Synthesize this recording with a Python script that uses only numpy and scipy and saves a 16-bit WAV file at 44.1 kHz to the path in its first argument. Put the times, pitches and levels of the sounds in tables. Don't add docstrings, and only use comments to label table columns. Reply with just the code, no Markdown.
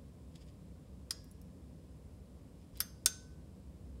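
import sys
import numpy as np
from scipy import signal
from scipy.fft import rfft, irfft
from scipy.io import wavfile
from scipy.ndimage import map_coordinates

SR = 44100
rng = np.random.default_rng(int(sys.argv[2]) if len(sys.argv) > 2 else 0)


def inscribe(sig):
    pcm = np.round(np.clip(np.atleast_2d(sig).T, -1, 1) * 32767)
    wavfile.write(sys.argv[1], SR, pcm.astype(np.int16))


N = 176400

# [t/s, level/dB, tilt/(dB per octave)]
LEFT_RELEASE_CONTACTS = [(1.1072, -29.5, 3.5), (1.1085, -24, 0.5), (1.1110, -37, -5.5), (1.1152, -40, -1),
                         (1.1163, -58, 9)]
RIGHT_PULL_CONTACTS = [(2.8031, -21.5, 6), (2.8040, -23, -1), (2.8062, -27.5, 0), (2.8102, -35, 0),
                       (2.8135, -36, -1)]
RIGHT_RELEASE_CONTACTS = [(3.0594, -13, 6), (3.0615, -17.5, -4), (3.0632, -24, -4), (3.0676, -33, -2)]


def amp(db):
    return 10 ** (np.asarray(db) / 20)


def unit(x):
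    return x / np.sqrt(np.mean(x ** 2) + 1e-20)


def along(points, hz):
    f, v = np.transpose(points)
    return np.interp(np.log(hz + 1), np.log(f + 1), v)


def coloured(x, colour):
    hz = np.fft.rfftfreq(len(x), 1 / SR)
    return unit(irfft(rfft(x) * amp(along(colour, hz)), len(x)))


def noise(colour, size):
    return coloured(rng.standard_normal(size), colour)


def wobble(knots_per_s, size):
    knots = rng.standard_normal(int(size * knots_per_s / SR) + 4)
    return map_coordinates(knots, [np.arange(size) * knots_per_s / SR])


def decay(t60_s):
    return np.exp(-np.log(1000) * np.arange(SR) / SR / t60_s)


def add(track, start_s, sound):
    part = track[round(start_s * SR):][:len(sound)]
    part += sound[:len(part)]


def ring(modes):
    build_cycles, phase_wander_rad = 3.6, 0.12
    t = np.arange(SR) / SR
    out = np.zeros(SR)
    for hz, t60_s, db in modes:
        phase = 2 * np.pi * (hz * t + rng.random()) + phase_wander_rad * wobble(300, SR)
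        build_up = 1 - np.exp(-t * hz / build_cycles)
        out += amp(db) * decay(t60_s) * build_up * np.sin(phase)
    return out


def room_tone():
    # [f/Hz, relative level/dB]
    rumble_colour = [(20, -44), (28, -34), (40, -12.5), (52, -3), (66, 0.5), (85, -1.5), (125, -8),
                     (160, -3.5), (215, -12), (255, -9), (380, -20), (500, -17), (850, -33.5),
                     (1050, -30.5), (1500, -48), (4000, -81)]
    hiss_colour = [(200, -2.5), (1500, 0.5), (3000, -1.5), (4700, -3), (5200, -1), (5700, -5), (7200, -4.5),
                   (7600, -0.5), (8000, -4), (9200, -4), (9600, 0), (10000, -6), (11400, -7.5),
                   (12000, -9.5), (15700, -12), (16000, -31.5)]
    # [f/Hz, rms level/dB]
    hum_tones = [(66, -63), (192, -67), (250, -72)]
    rumble_db, hiss_db = -53.5, -74.5
    t = np.arange(N) / SR
    out = amp(rumble_db) * noise(rumble_colour, N) + amp(hiss_db) * noise(hiss_colour, N)
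    for hz, db in hum_tones:
        swell = 1 + 0.3 * wobble(5, N)
        tone = np.sin(2 * np.pi * hz * t + 1.2 * wobble(6, N))
        out += amp(db) * unit(swell * tone)
    return out


def reflections(x):
    # [f/Hz, t60/s]
    room_t60 = [(500, .4), (2000, 0.3), (5000, 0.51), (9000, 0.5), (14000, .2)]
    # [f/Hz, relative level/dB]
    room_colour = [(500, 8), (2000, 3), (5000, -4), (9000, -11), (14000, -7)]
    room_db, room_delay_s = -17, 0.008
    shade_db, shade_delay_s, shade_t60_s = -12, 0.004, 0.07
    hz, t, spectrum = signal.stft(noise(room_colour, SR), SR, nperseg=256)
    fade = np.exp(-np.log(1000) * t / along(room_t60, hz)[:, None])
    tail = signal.istft(spectrum * fade, SR, nperseg=256)[1]
    scatter = rng.standard_normal(SR) * decay(shade_t60_s)
    response = np.zeros(SR)
    add(response, room_delay_s, amp(room_db) * tail / np.linalg.norm(tail))
    add(response, shade_delay_s, amp(shade_db) * scatter / np.linalg.norm(scatter))
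    return signal.fftconvolve(x, response)[:N]


def chain_slides():
    # [centre t/s, Gaussian sigma/s, peak level/dB]
    swells = [(0.3578, 0.0034, -57), (0.376, 0.038, -74.5), (0.412, 0.0026, -73), (0.422, 0.0072, -69.5),
              (0.484, 0.016, -71.5), (2.622, 0.022, -77), (2.786, 0.024, -63)]
    # [f/Hz, relative level/dB]
    slide_colour = [(800, -15), (2000, -5), (3500, 0.5), (4200, -8), (4950, 4.5), (5900, -9), (6800, -5),
                    (10500, -13), (13000, -23)]
    grains_per_s = 1200
    t = np.arange(N) / SR
    grains = rng.standard_normal(N) * (rng.random(N) < grains_per_s / SR)
    envelope = sum(amp(db) * np.exp(-0.5 * ((t - s) / sigma_s) ** 2) for s, sigma_s, db in swells)
    return coloured(grains, slide_colour) * envelope


def chain_ticks():
    # [t/s, level/dB, ring f/Hz, ring level re tick/dB]
    ticks = [(1.2428, -58, 12500, -17), (1.3128, -58, 10800, 4), (1.4150, -56, 5470, -9),
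             (2.7684, -64, 13400, -2), (2.7738, -52.5, 4000, -2)]
    # [f/Hz, relative level/dB]
    tick_colour = [(1000, -25), (4000, -9.5), (7000, -3), (13000, 0), (16000, -4)]
    tick_t60_s, bead_t60_s = 0.019, 0.036
    out = np.zeros(N)
    for s, db, hz, ring_db in ticks:
        tap = decay(tick_t60_s) * noise(tick_colour, SR)
        bead = ring([(hz, bead_t60_s, ring_db)])
        add(out, s, amp(db) * (tap + bead))
    return out


def shells():
    # [f/Hz, t60/s, level before shell_db/dB]
    left_shell = [(1670, 1.0, -71), (3386, .4, -68), (5592, .8, -65), (6563, .25, -54), (7515, .4, -63)]
    # [f/Hz, t60/s, pull level before shell_db/dB, release level before shell_db/dB]
    right_shell = [(1513, .9, -71, -57), (1680, .25, -61, -60), (3526, .12, -47, -39),
                   (4985, .65, -62, -58), (6293, .32, -47, -37), (7538, .27, -66, -52),
                   (8146, .38, -60, -55)]
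    shell_db = -1.5
    pulled = [(hz, t60_s, db) for hz, t60_s, db, _ in right_shell]
    released = [(hz, t60_s, db) for hz, t60_s, _, db in right_shell]
    out = np.zeros(N)
    add(out, LEFT_RELEASE_CONTACTS[0][0], ring(left_shell))
    add(out, RIGHT_PULL_CONTACTS[0][0], ring(pulled))
    add(out, RIGHT_RELEASE_CONTACTS[0][0], ring(released))
    return amp(shell_db) * out


def switch_modes(levels):
    ref_t60_s, ref_hz, damping_exponent = 0.037, 5020, 0.55
    return [(hz, ref_t60_s * (ref_hz / hz) ** damping_exponent, db) for hz, db in levels]


def snap(contacts, colour, modes):
    contact_t60_s, contact_rise_s = 0.013, 0.00043
    tilt_from_hz = 1800
    rise = 1 - np.exp(-np.arange(SR) / SR / contact_rise_s)
    envelope = decay(contact_t60_s) * rise
    out = np.zeros(N)
    for s, db, tilt in contacts:
        tilted = [(hz, level + tilt * np.log2(max(hz / tilt_from_hz, 1))) for hz, level in colour]
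        add(out, s, amp(db) * envelope * noise(tilted, SR))
    add(out, contacts[0][0], ring(modes))
    return out


def switches():
    # [f/Hz, relative level/dB]
    left_colour = [(100, -35), (800, -14.5), (1300, -9.5), (1800, -5.5), (3500, -3.5), (5000, 5),
                   (6200, -3.5), (11000, -2), (13000, -14), (16000, -19)]
    pull_colour = [(100, -44), (900, -17), (1600, 0), (2600, -4.5), (3500, 2), (4200, -4), (5400, 2.5),
                   (7500, -5), (10000, -0.5), (13000, 2), (16000, -16)]
    release_colour = [(100, -38), (450, -13), (850, -24.5), (1200, -8), (2400, -14.5), (4000, 0),
                      (6500, 2.5), (7700, -3), (9300, 2.5), (11000, -13.5), (13000, -10), (16000, -23)]
    # [f/Hz, level/dB]
    left_switch = [(1300, -56), (2370, -53), (3560, -52), (4750, -32), (4910, -37), (5130, -30),
                   (5470, -40), (7070, -44), (8690, -41), (8950, -39), (10450, -38)]
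    # [f/Hz, pull level/dB, release level/dB]
    right_switch = [(1498, -48, -35.5), (1900, -47, -54), (3128, -48.5, -33), (4080, -54.5, -36.5),
                    (4735, -34, -25.5), (5290, -28.5, -31), (5430, -31, -25), (6010, -47, -26.5),
                    (6570, -42.5, -23.5), (6970, -48.5, -30.5), (8350, -47, -27.5), (9270, -30.5, -21),
                    (9950, -38.5, -31), (11450, -30.5, -39), (12600, -30, -31.5)]
    pulled = [(hz, db) for hz, db, _ in right_switch]
    released = [(hz, db) for hz, _, db in right_switch]
    return [snap(LEFT_RELEASE_CONTACTS, left_colour, switch_modes(left_switch)),
            snap(RIGHT_PULL_CONTACTS, pull_colour, switch_modes(pulled)),
            snap(RIGHT_RELEASE_CONTACTS, release_colour, switch_modes(released))]


def scene():
    sounds = switches() + [chain_ticks() + chain_slides()]
    reflected = sum(x + reflections(x) for x in sounds)
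    return (reflected + shells() + room_tone())[None]


def record(dry):
    top_hz = 16200
    hz = np.fft.rfftfreq(N, 1 / SR)
    return irfft(rfft(dry) * np.clip((top_hz - hz) / 500 + 0.5, 0, 1), N)


dry = scene()
out = record(dry)
inscribe(out)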